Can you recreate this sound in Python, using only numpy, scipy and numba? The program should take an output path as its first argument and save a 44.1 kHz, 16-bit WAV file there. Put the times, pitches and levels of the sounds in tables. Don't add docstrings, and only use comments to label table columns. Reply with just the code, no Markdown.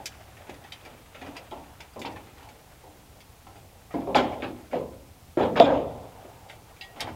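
import sys
import numpy as np
from scipy import signal
from scipy.fft import rfft, irfft
from scipy.io import wavfile
from scipy.ndimage import uniform_filter1d
from numba import njit

SR = 44100
rng = np.random.default_rng(int(sys.argv[2]) if len(sys.argv) > 2 else 0)


def waveform_to_disk(signal):
    frames = np.transpose(np.atleast_2d(signal))
    scaled = np.clip(frames, -1, 1) * 32767
    samples = np.round(scaled).astype(np.int16)
    wavfile.write(sys.argv[1], SR, samples)


def gain_from_db(level_db):
    decades = np.asarray(level_db, float) / 20
    return 10 ** decades


N = 315315

# mode_hz, level_db_per_hz
SHEET_BOOM = [(35, -46), (60, -34), (129, 0.5), (172, -7), (280, 0.5), (398, -6.5), (429, -4.5),
              (545, -2.5), (1050, -9), (1560, -39), (2640, -120)]
# mode_hz, level_db_per_hz
SHEET_CLANG = [(710, -16), (1200, 1), (1330, -1), (1420, -14), (1610, -15.5), (2120, -11.5), (2390, -11.5),
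               (2980, -15), (3600, -17.5), (4200, -24.5), (5790, -34.5), (6860, -30), (8130, -54),
               (15000, -62)]
# mode_hz, t60_s
SHEET_T60 = [(100, 1), (300, 0.8), (700, 0.34), (1500, 0.19), (3500, 0.28), (7000, 0.28), (14000, 0.11)]
# mode_hz, level_above_dense_modes_db
PANELS = [(255, 10), (300, 3), (350, 5.5), (400, 14), (495, -4), (550, 5.5), (595, -13), (680, 9.5),
          (778, 8.5), (805, 4), (855, 7)]
# start_s, level_db, treble_share_db, boom_centre_hz, ring_time_factor
CLIMB = [(0.0, -33, -32, 870, 0.46), (0.468, -41, 1, 580, 0.66), (0.493, -33.5, -15, 276, 0.19),
         (0.7196, -38.5, 12, 760, 0.42), (0.859, -38, 1, 920, 0.54), (0.931, -41, -3, 460, 0.42),
         (1.148, -36.5, 6, 605, 1), (1.213, -35, -1, 740, 1.), (1.267, -32.5, -11, 267, 0.78),
         (1.359, -40.5, 20, 735, 0.71), (1.514, -29.5, -6.5, 890, 0.91), (1.577, -39, -9, 734, 0.69),
         (1.803, -39.5, 14, 845, 0.27), (1.959, -30.5, -16, 398, 0.79), (2.048, -25.5, -11, 900, 0.54),
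         (2.078, -34.5, -26, 290, 0.99), (2.162, -37, 0, 845, 0.34), (2.267, -43.5, 6, 750, 0.88),
         (2.407, -51, 5, 900, 1.), (2.837, -40.5, -26, 770, 0.98), (3.468, -37.5, -4, 850, 0.44),
         (3.556, -41.5, -1, 800, 0.46)]
# start_s, level_db, treble_share_db, boom_centre_hz, ring_time_factor
BLOWS = [(3.906, -41, 1, 774, 0.9), (3.9401, -19, -28, 268, 0.28), (3.971, -31.5, -17, 275, 0.88),
         (4.02, -30, -25, 297, 0.64), (4.072, -22, -21, 510, 0.81), (4.149, -9.5, -7, 790, 0.63),
         (4.247, -25, -15, 790, 0.66), (4.426, -22.5, -10.5, 296, 0.85), (4.73, -19, -19, 525, 0.68),
         (4.756, -25.5, -15, 470, 0.23), (4.808, -29, -28, 497, 1.), (5.371, -16.5, -17, 360, 0.64),
         (5.397, -13.5, -17, 470, 0.98), (5.561, -13, -10.5, 492, 1.)]
# start_s, level_db, treble_share_db, boom_centre_hz, ring_time_factor
DESCENT = [
    (6.004, -45, -32, 582, 1.),
    (6.96, -35.5, -1, 785, 1.),
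    (7.007, -28.5, -4, 770, 0.99),
    (7.073, -27, -15, 886, 0.34),
]
# start_s, level_db, treble_share_db, boom_centre_hz, ring_time_factor
SHAKES = [
    (5.626, -16.5, -11, 554, 0.94),
    (5.665, -10, -20, 574, 0.55),
    (5.706, -14.5, -15, 545, 1.),
]
# start_s, level_db
CLINKS = [
    (0.059, -26.5),
    (0.7222, -28.5),
    (6.8106, -29.5),
    (7.0058, -24.5),
]
# mode_hz, level_db, t60_s
CLINK_MODES = [
    [(2600, -3, 0.045), (3060, -3, 0.11), (3800, -1, 0.069), (3940, -18, 0.062), (4760, -3, 0.072),
     (5280, 9, 0.032), (5550, -7, 0.061), (6200, -11, 0.024)],
    [(2500, -8, 0.073), (3105, 6, 0.094), (3332, -39, 5.0), (3700, -9, 0.09), (3760, 2, 0.061),
     (4660, -2, 0.069), (9189, -35, 0.36)],
    [(2720, 0.5, 0.071), (2930, -20, 0.15), (3380, -34, 0.23), (3750, -12, 0.084), (3980, -9, 0.088),
     (4850, -7, 0.06), (7596, -50, 1.1)],
    [(2760, -4, 0.065), (3160, 0, 0.12), (3710, -4, 0.18), (5060, -20, 0.097), (5250, 6, 0.027),
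     (6100, -32, 0.14), (6900, -24, 0.1), (8040, -7, 0.093), (8930, -11, 0.11)],
]
# start_s, level_db, centre_hz, top_share_db
RUNG_TICKS = [(0.057, -20.5, 5060, 13), (0.368, -38, 2050, -25), (0.495, -31.5, 2260, -23),
              (0.542, -37.5, 2230, -20), (0.639, -38, 2080, -23), (0.7221, -30.5, 2500, -17),
              (0.851, -35, 2140, -21), (1.145, -37.5, 2230, -27), (1.2142, -33, 2410, -24),
              (1.263, -35, 1790, -27), (1.3655, -27.5, 2350, -20.5), (1.511, -34.5, 3050, -26),
              (1.805, -33, 2450, -18.5), (1.993, -35, 3120, 25), (2.0162, -25, 2450, -23),
              (2.054, -28.5, 2600, -23), (2.115, -40, 2200, -16), (2.159, -39, 2080, -31),
              (2.26, -48, 2170, -24), (2.38, -44, 2360, -19), (2.429, -43, 2450, -14),
              (2.488, -37.5, 2570, -19), (3.204, -38, 2600, -16), (3.47, -51, 3210, -11),
              (3.562, -47, 3160, -13)]
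# start_s, level_db, centre_hz, top_share_db, rattle_s
EDGE_TICKS = [(3.906, -41, 1780, -29, .019), (3.932, -34.5, 1860, -29, 0.021),
              (4.007, -40.5, 2150, -34, 0.011), (4.153, -24, 2110, -21, 0.017), (4.4, -42, 2460, -31, 0.02),
              (4.427, -33, 2390, -37, 0.01), (4.713, -33, 2000, -33, 0.026), (5.393, -34, 2090, -41, 0.019),
              (5.419, -32, 2250, -31, 0.0084), (5.555, -32, 1935, -27, 0.042),
              (5.612, -43, 3200, -20, 0.033), (6.488, -38, 2450, -21, 0.027), (6.764, -43, 2370, -19, .013),
              (6.812, -29.5, 2800, -23, 0.015), (6.97, -50, 2460, -9, .013), (6.997, -24, 2130, -32, 0.018),
              (7.005, -19, 3600, -5, 0.0078), (7.069, -31, 1760, -40, 0.012)]
# start_s, level_db, centre_hz, rattle_s, t60_s
CRACKS = [
    (0.057, -24, 2310, 0.011, 0.04),
    (5.5996, -5.5, 2620, .002, 0.01),
    (5.601, -27, 3100, 0.012, 0.037),
]
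# centre_hz, boost_db
CROWDED_BANDS = [(2450, 0.5), (3400, 3.5), (4900, 5.5), (6800, 3)]
# start_s, level_db, mode_hz, t60_s, second_mode_hz
KNOCKS = [
    (0.4935, -36, 350, .035, 800),
    (4.1565, -16.5, 835, .075, 610),
    (5.3725, -18, 345, .06, 560),
    (5.4005, -19, 380, .035, 600),
    (5.5992, -10, 500, .02, 240),
    (5.6022, -5, 680, .085, 520),
    (5.6225, -11, 620, .07, 520),
]
# start_s, level_db, buzz_s
BUZZES = [
    (4.158, -30, 0.015),
    (5.40, -45, 0.031),
    (5.566, -39, 0.019),
    (5.608, -29, 0.02),
    (5.68, -44, 0.025),
]
# mode_hz, level_db, t60_s
PIPE_WALL = [(2600, -7, 0.039), (2450, -9, 0.083), (3266, -2, 0.088), (3470, -8, 0.027), (3450, 6, 0.022),
             (3820, -6.5, 0.056), (4980, -20, 0.04), (5130, -22, 0.03), (7100, -17, 0.024)]
# start_s, level_db, mode_hz, t60_s, damped_after_s
LATCH_PING = (6.813, -44.5, 1900, .55, .105)
# start_s, level_db, mode_hz, t60_s, second_mode_hz
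HUMS = [(0.645, -46.5, 814, .06, 1910), (1.214, -43, 269, .5, 704), (1.522, -38.5, 377, .11, 648),
        (2.47, -53, 847, 0.34, 700), (3.953, -26.5, 295, 0.12, 685), (4.733, -24, 620, 0.1, 700),
        (4.785, -31.5, 434.4, 0.38, 500), (6.815, -51, 773, 0.27, 826), (5.6, -21, 960, 0.04, 1250),
        (2.158, -41, 820, 0.05, 1780), (3.905, -46, 762, 0.087, 1255), (4.15, -30, 141, 0.39, 249),
        (4.44, -35, 800, .12, 556), (5.636, -16.5, 285, .1, 560), (5.415, -22, 395, .15, 530),
        (5.405, -29, 830, .12, 700), (5.70, -22, 280, .2, 900), (5.715, -22, 530, .2, 660),
        (6.497, -45, 850, .05, 600), (3.98, -35, 250, .2, 800), (4.185, -24, 800, .12, 620),
        (4.075, -31, 400, .06, 670), (4.765, -24, 500, .06, 400), (4.235, -28, 750, .1, 290),
        (4.105, -34, 255, .2, 830), (4.722, -37, 560, .05, 300), (5.435, -23, 400, .08, 560),
        (5.76, -24, 550, .1, 300)]
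# start_s, level_db, centre_hz, t60_s
SNAPS = [
    (2.0503, -39, 2500, 0.025),
    (4.147, -23, 2600, 0.0052),
    (4.4216, -34, 2500, 0.023),
    (5.3738, -33.5, 1180, 0.024),
    (5.557, -31, 1500, .015),
    (6.497, -45.5, 2050, 0.11),
    (6.498, -47, 3060, 0.073),
    (1.9955, -58, 3530, 0.012),
]
# start_s, level_db, centre_hz, chatter_s
CLATTER = [(2.05, -40.5, 2890, 0.015), (2.09, -50.5, 2360, 0.022), (4.157, -27, 2180, 0.016),
           (4.209, -41, 2400, 0.03), (4.424, -36, 2390, 0.017), (4.723, -45, 2320, 0.024),
           (5.376, -33, 1530, 0.029), (5.43, -42, 1720, 0.028), (5.561, -26.5, 1610, 0.023),
           (5.608, -34, 1760, 0.018), (5.668, -31, 1990, 0.022), (5.731, -41.5, 2200, 0.032),
           (2.361, -57, 2500, 0.04)]
# start_s, level_db
TINKS = [
    (0.7207, -42),
    (1.366, -40.5),
    (1.806, -43.5),
    (1.935, -59),
    (6, -50),
]
# mode_hz, level_db, t60_s
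TINK_MODES = [
    [(2480, 5, 0.027), (3980, -1, .1), (5400, -17, 0.046)],
    [(970, 4, 0.055), (1976, -1, .084), (2767, -1, 0.063), (3120, -9, 0.067), (3930, -3, .034),
     (4893, -6.5, .083)],
    [(900, 0, 0.055), (2220, -2, 0.068), (2830, -6, 0.08), (5190, 0, 0.026), (7000, -8, .04)],
    [(4800, 0, 0.093), (8900, -2, 0.071)],
    [(604, 4, .05), (850, -9, 0.057)],
]
# start_s, level_db, rise_s, fall_db_per_s, top_share_db
SIZZLES = [
    (2.02, -50, .03, 200, -13),
    (3.91, -50, 0.033, 150, -14),
    (4.148, -27.5, .012, 175, -6),
    (4.422, -45.5, .006, 170, -12),
    (4.722, -45.5, 0.026, 170, -16),
    (5.374, -36.5, .04, 151, -14),
    (5.557, -37, .015, 122, -21),
    (5.601, -31, 0.0055, 131, -13),
    (7.005, -36.5, 0.0074, 250, -8),
]
# freq_hz, level_db
SIZZLE_MID = [(1000, -3), (1300, 0), (2500, -3), (3600, -4.5), (4300, -10.5), (5500, -16)]
# freq_hz, level_db
SIZZLE_TOP = [(3800, -2), (5000, 5), (6000, -11), (6900, 1.5), (8000, -10.5), (14000, -19)]
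# start_s, length_s, level_db, panel_hz, panel_share_db
SCRAPES = [
    (1.19, .17, -52, 760, -3),
    (2.35, .17, -56, 850, 2),
    (0.46, .1, -57, 800, -3),
    (4.26, .12, -48, 800, -8),
    (3.46, .13, -59, 800, -3),
    (1.52, .2, -57, 800, -5),
]
# freq_hz, level_db
SCRAPE_COLOUR = [(300, 3), (900, 10), (1500, -6), (2300, 0.5), (3600, -6), (4300, -14), (8000, -27)]
# time_s, effort_db
EFFORT = [(0.0, -60.5), (0.57, -54), (1.15, -59), (1.39, -46), (1.55, -60), (1.79, -56), (1.99, -63),
          (2.11, -47.5), (2.33, -62), (2.55, -55.5), (3.15, -64.5), (3.96, -61.5), (4.4, -47.5),
          (5.08, -71), (5.9, -58), (6.25, -52), (6.789, -57), (7.15, -53)]
# freq_hz, level_db
RUB_LOW = [(150, -18), (250, -3), (450, -0.5), (800, 4.5), (1000, -5), (1500, -18.5)]
# freq_hz, level_db
RUB_HIGH = [(1000, 3), (1400, 7.5), (2300, 3), (3600, -1.5), (5000, -17), (9000, -16)]
# start_s, level_db
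SHUDDERS = [
    (4.149, -32.5),
    (5.43, -28.5),
    (5.6, -18),
]
# start_s, level_db
LEANS = [
    (0.06, -66),
    (4.95, -67),
    (6.33, -62),
    (7.03, -45),
    (7.1, -63),
]
# freq_hz, level_db_per_hz
AIR = [(12, -48), (20, -1), (55, 1), (130, -1), (204, -5.5), (262, -5.5), (357, -9), (472, -7.5),
       (624, -13), (780, -7.5), (873, -10), (1760, -20.5), (2140, -17.5), (14700, -23), (16000, -24)]

STEP_RATTLE_S, BLOW_RATTLE_S, SHAKE_RATTLE_S = 0.026, 0.032, 0.04
RUNG_RATTLE_S, TICK_T60_S, CRACK_TOP_DB = 0.0097, 0.055, -36
CONTACT_DB, CONTACT_SHARE = -63, 0.44
SETTLE_DB, SETTLE_S = 8.5, 1
SHUDDER_RISE_S, FRAME_FALL_DB_S, CONTACT_FALL_DB_S, SHUDDER_HIGH_DB = 0.0016, 80, 127, -20.5
AIR_DB, TRAFFIC_DB = -54.5, -58
SWAY_DB, SWAY_SHARE, SWAY_FALL_DB_S, SWAY_RISE_S = -46, 0.92, 54.5, 0.036
TOP_FALL_FACTOR = 2


def evened(x):
    return x / np.sqrt(np.mean(x ** 2) + 1e-20)


def read(points, hz):
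    f, value = np.transpose(points)
    return np.interp(np.log(hz + 1), np.log(f + 1), value)


def add(mix, start_s, sound):
    part = mix[max(round(start_s * SR), 0):][:len(sound)]
    part += sound[:len(part)]


@njit
def ring(hz, gain, t60, size, rate):
    out = np.zeros(size)
    for k in range(len(hz)):
        step = np.exp((2j * np.pi * hz[k] - np.log(1000) / t60[k]) / rate)
        z = gain[k] + 0j
        for n in range(min(size, int(t60[k] * rate))):
            out[n] += z.imag
            z *= step
    return out


def struck(body, rattle_s, blow, rise_s):
    t = np.arange(4096) / SR
    u = t / max(rattle_s, .001)
    hits = rng.standard_normal(4096) * (rng.random(4096) < .08)
    spray = hits * np.sqrt(u) * np.exp(-u)
    spray /= np.linalg.norm(spray)
    spray[0] += blow
    onset = np.minimum(np.arange(len(body)) / SR / max(rise_s, 1e-4), 1) ** 2
    sound = signal.fftconvolve(body * onset, spray)
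    return sound / np.sqrt(uniform_filter1d(sound ** 2, 256).max())


def tuned(start_s, level_db, modes, rattle_s, blow, rise_s):
    hz, mode_db, t60_s = np.transpose(modes)
    body = ring(hz, gain_from_db(mode_db), np.clip(t60_s, .005, .45), 20000, SR)
    return start_s, gain_from_db(level_db) * struck(body, rattle_s, blow, rise_s)


def scatter(count):
    sign, size, spread = rng.random((3, count))
    return np.sign(sign - .5) * (0.24 + size), 0.67 + .5 * spread


def aftershock(hits, rise_s, fall_db_s):
    out, t = np.zeros(N), np.arange(SR) / SR
    for start_s, level_db in hits:
        add(out, start_s, gain_from_db(level_db - fall_db_s * t) * np.minimum(t / max(rise_s, .001), 1))
    return out


def noise(points, patchy_db, gritty_db):
    frames, hz = N // 128 + 5, np.fft.rfftfreq(512, 1 / SR)
    a, b, patches = rng.standard_normal((frames, 257, 3)).T
    patches = evened(uniform_filter1d(uniform_filter1d(patches, 5, 0), 20, 1))
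    flicker = evened(uniform_filter1d(rng.standard_normal(frames), 5))
    outside = (hz < points[0][0]) | (hz > points[-1][0])
    colour_db = np.where(outside, -90, read(points, hz))[:, None]
    z = (a + 1j * b) * gain_from_db(colour_db + patchy_db * patches + gritty_db * flicker)
    return evened(signal.istft(z, nperseg=512, noverlap=384)[1][:N])


def sheet():
    out = np.zeros(N)
    dense = np.sort(60 + 14000 * rng.random(1200) ** 2.3)
    spacing = np.sqrt(np.gradient(uniform_filter1d(dense, 15, mode="nearest")) + 0.2)
    panel_hz, panel_db = np.transpose(PANELS)
    hz = np.append(dense, panel_hz)
    weight = np.append(spacing, np.interp(panel_hz, dense, spacing) * gain_from_db(panel_db))
    upper = np.clip(np.log2(hz / 1000) * 2, 0, 1)
    kinds = [(CLIMB, STEP_RATTLE_S), (BLOWS, BLOW_RATTLE_S), (DESCENT, STEP_RATTLE_S), (SHAKES, SHAKE_RATTLE_S)]
    thuds = [(*row, rattle_s) for rows, rattle_s in kinds for row in rows]
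    for start_s, level_db, treble_db, boom_hz, ringing, rattle_s in thuds:
        boom_db = 7.4 * np.exp(-(np.log(hz / boom_hz) / 0.18) ** 2)
        boom_db += 9.5 * np.minimum(np.log2(hz / boom_hz / 0.35), 0)
        boom_db -= 0.65 * np.maximum(np.log2(hz / boom_hz), 0)
        colour_db = (1 - upper) * (read(SHEET_BOOM, hz) + boom_db)
        colour_db += upper * (read(SHEET_CLANG, hz) + treble_db + 0.5)
        place, spread = scatter(len(hz))
        t60_s = read(SHEET_T60, hz) * max(ringing, .1) * spread
        body = ring(hz, gain_from_db(colour_db) * weight * place / np.sqrt(t60_s), t60_s, 30000, SR)
        thud = struck(body, rattle_s, blow=0.034 / max(rattle_s, .002), rise_s=0.0012)
        add(out, start_s, gain_from_db(level_db - 7.0) * thud)
    return out


def ladder():
    out = np.zeros(N)
    hz = np.sort(700 + 15000 * rng.random(500) ** 1.6)
    for (start_s, level_db), modes in zip(CLINKS, CLINK_MODES):
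        add(out, *tuned(start_s, level_db - 8, modes, rattle_s=.004, blow=3, rise_s=.0003))
    ticks = [(*row, RUNG_RATTLE_S, TICK_T60_S) for row in RUNG_TICKS]
    ticks += [(*row, TICK_T60_S) for row in EDGE_TICKS]
    ticks += [(s, db, centre_hz, CRACK_TOP_DB, rattle_s, t60_s) for s, db, centre_hz, rattle_s, t60_s in CRACKS]
    crowding_db = sum(db * np.exp(-(np.log(hz / band_hz) / 0.07) ** 2) for band_hz, db in CROWDED_BANDS)
    for start_s, level_db, centre_hz, top_db, rattle_s, t60_s in ticks:
        top = gain_from_db(top_db + 3.5 - 7.0 * np.log2(hz / 9600.0)) * np.clip(hz / 2730.0 - 1, 0, 1)
        colour = np.exp(-(np.log(hz / centre_hz) / 0.4) ** 2) + top
        colour *= gain_from_db(crowding_db)
        place, spread = scatter(500)
        mode_t60_s = max(t60_s, .004) * spread * (3000 / hz) ** 0.23
        body = ring(hz, colour * place, mode_t60_s, 9000, SR)
        tick = struck(body, rattle_s, blow=0.0086 / max(rattle_s, .002), rise_s=0.00047)
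        add(out, start_s, gain_from_db(level_db - 13.0) * tick)
    return out


def knocks():
    out = np.zeros(N)
    for start_s, level_db, hz, t60_s, second_hz in KNOCKS:
        modes = [(hz, 0, t60_s), (second_hz, -7, 1.2 * t60_s)]
        add(out, *tuned(start_s, level_db, modes, rattle_s=.003, blow=12., rise_s=.0015))
    out = signal.sosfilt(signal.butter(2, 170, "highpass", fs=SR, output="sos"), out)
    for start_s, level_db, buzz_s in BUZZES:
        add(out, *tuned(start_s, level_db, PIPE_WALL, buzz_s, blow=0.16, rise_s=0.0015))
    start_s, level_db, hz, t60_s, damped_s = LATCH_PING
    t = np.arange(9000) / SR
    ping_db = level_db - 60 * t / t60_s - 600 * np.maximum(t - damped_s, 0)
    add(out, start_s, gain_from_db(ping_db) * np.sin(2 * np.pi * hz * t) * np.minimum(t / .004, 1))
    return out


def hums():
    out = np.zeros(N)
    for start_s, level_db, hz, t60_s, second_hz in HUMS:
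        modes = [(hz, 0, t60_s), (second_hz, -4, t60_s)]
        add(out, *tuned(start_s, level_db, modes, rattle_s=0.014, blow=3.1, rise_s=0.0044))
    return out


def snaps():
    out = np.zeros(N)
    for start_s, level_db, centre_hz, t60_s in SNAPS:
        spread = rng.uniform(-1.1, 1, 9)
        modes = [(centre_hz * np.exp(.35 * u), -6 * u ** 2, t60_s) for u in spread]
        add(out, *tuned(start_s, level_db, modes, rattle_s=.003, blow=8., rise_s=.0007))
    return out


def clatter():
    out = np.zeros(N)
    for start_s, level_db, centre_hz, chatter_s in CLATTER:
        spread = rng.uniform(-1.0, 1, 80)
        modes = [(centre_hz * np.exp(.65 * u), -9 * u ** 2 - 4 * u, .015) for u in spread]
        add(out, *tuned(start_s, level_db, modes, chatter_s, blow=.05, rise_s=.001))
    return out


def tinks():
    out = np.zeros(N)
    for (start_s, level_db), modes in zip(TINKS, TINK_MODES):
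        add(out, *tuned(start_s, level_db, modes, rattle_s=0.0059, blow=2.5, rise_s=0.0004))
    return out


def sizzle():
    mid, top = np.zeros(N), np.zeros(N)
    for start_s, level_db, rise_s, fall_db_s, top_db in SIZZLES:
        mid += aftershock([(start_s, level_db)], rise_s, fall_db_s)
        top += aftershock([(start_s, level_db + top_db)], rise_s, fall_db_s * TOP_FALL_FACTOR)
    mid *= noise(SIZZLE_MID, patchy_db=4.0, gritty_db=4.0)
    return mid + top * noise(SIZZLE_TOP, patchy_db=3.5, gritty_db=1.5)


def scrapes():
    out, drive = np.zeros(N), rng.standard_normal(N)
    grit = noise(SCRAPE_COLOUR, patchy_db=2.5, gritty_db=1.0)
    for start_s, length_s, level_db, panel_hz, panel_db in SCRAPES:
        at = slice(round(start_s * SR), round((start_s + length_s) * SR))
        panel = evened(signal.lfilter(*signal.iirpeak(panel_hz, 14., SR), drive[at]))
        swell = np.sin(np.linspace(0, np.pi, len(panel))) ** 0.82
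        add(out, start_s, gain_from_db(level_db) * swell * (grit[at] + gain_from_db(panel_db) * panel))
    return out


def rubbing():
    t = np.arange(N) / SR
    effort_db = np.interp(t, *np.transpose(EFFORT))
    low = gain_from_db(effort_db) + aftershock(SHUDDERS, SHUDDER_RISE_S, FRAME_FALL_DB_S)
    settle_db = SETTLE_DB * np.exp(-t / SETTLE_S)
    high = gain_from_db(CONTACT_DB + CONTACT_SHARE * (effort_db + 55.5) + settle_db)
    high += gain_from_db(SHUDDER_HIGH_DB) * aftershock(SHUDDERS, SHUDDER_RISE_S, CONTACT_FALL_DB_S)
    low *= noise(RUB_LOW, patchy_db=3.5, gritty_db=1.0)
    return low + high * noise(RUB_HIGH, patchy_db=1.0, gritty_db=2.5)


def yard(x, start_s, t60_s):
    t = np.arange(SR // 2) / SR
    taps = rng.choice([-1., 1.], len(t)) * (rng.random(len(t)) < .05)
    taps *= gain_from_db(-60 * t / t60_s) * np.clip((t - start_s) / 0.031, 0, 1)
    taps = signal.lfilter([1], [1, -.6], taps)
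    return signal.fftconvolve(x, taps / np.linalg.norm(taps))[:N]


def outdoors():
    band = signal.butter(2, [60., 118.], "bandpass", fs=SR, output="sos")
    low = signal.sosfilt(band, rng.standard_normal(N))
    thuds = CLIMB + BLOWS + DESCENT + SHAKES
    pushes = [(start_s, SWAY_DB + SWAY_SHARE * (level_db + 13.0)) for start_s, level_db, *_ in thuds]
    sway = aftershock(pushes + LEANS, SWAY_RISE_S, SWAY_FALL_DB_S)
    rumble = (gain_from_db(TRAFFIC_DB) + sway) * evened(low)
    hz = np.fft.rfftfreq(N, 1 / SR)
    air = irfft(rfft(rng.standard_normal(N)) * gain_from_db(read(AIR, hz)), N)
    return gain_from_db(AIR_DB) * evened(air) + rumble


def scene():
    metal = sheet() + ladder() + knocks()
    contacts = hums() + snaps() + clatter() + tinks() + sizzle()
    echo = gain_from_db(-23.0) * yard(metal, start_s=0.039, t60_s=0.88)
    return (metal + echo + contacts + scrapes() + rubbing() + outdoors())[None]


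def band_limit(x):
    return signal.sosfilt(signal.butter(12, 16290, fs=SR, output="sos"), x)


def record(dry):
    power_db = 10 * np.log10(abs(uniform_filter1d(dry[0] ** 2, 400)) + 1e-12)
    fall_db = np.arange(N) * 35.0 / SR
    held_db = np.maximum.accumulate(power_db + fall_db) - fall_db
    over_db = np.maximum(held_db + 16.0, 0)
    keep = np.exp(-1 / (0.051 * SR))
    dip_db = .5 * signal.lfilter([1 - keep], [1, -keep], over_db)
    ducked = np.clip(dry / gain_from_db(dip_db), -.97, .97)
    edge = signal.firwin(1023, 15850, window=("kaiser", 9), fs=SR)
    mix = signal.oaconvolve(ducked, edge[None], "same")
    return band_limit(mix)


dry = scene()
out = record(dry)
waveform_to_disk(out)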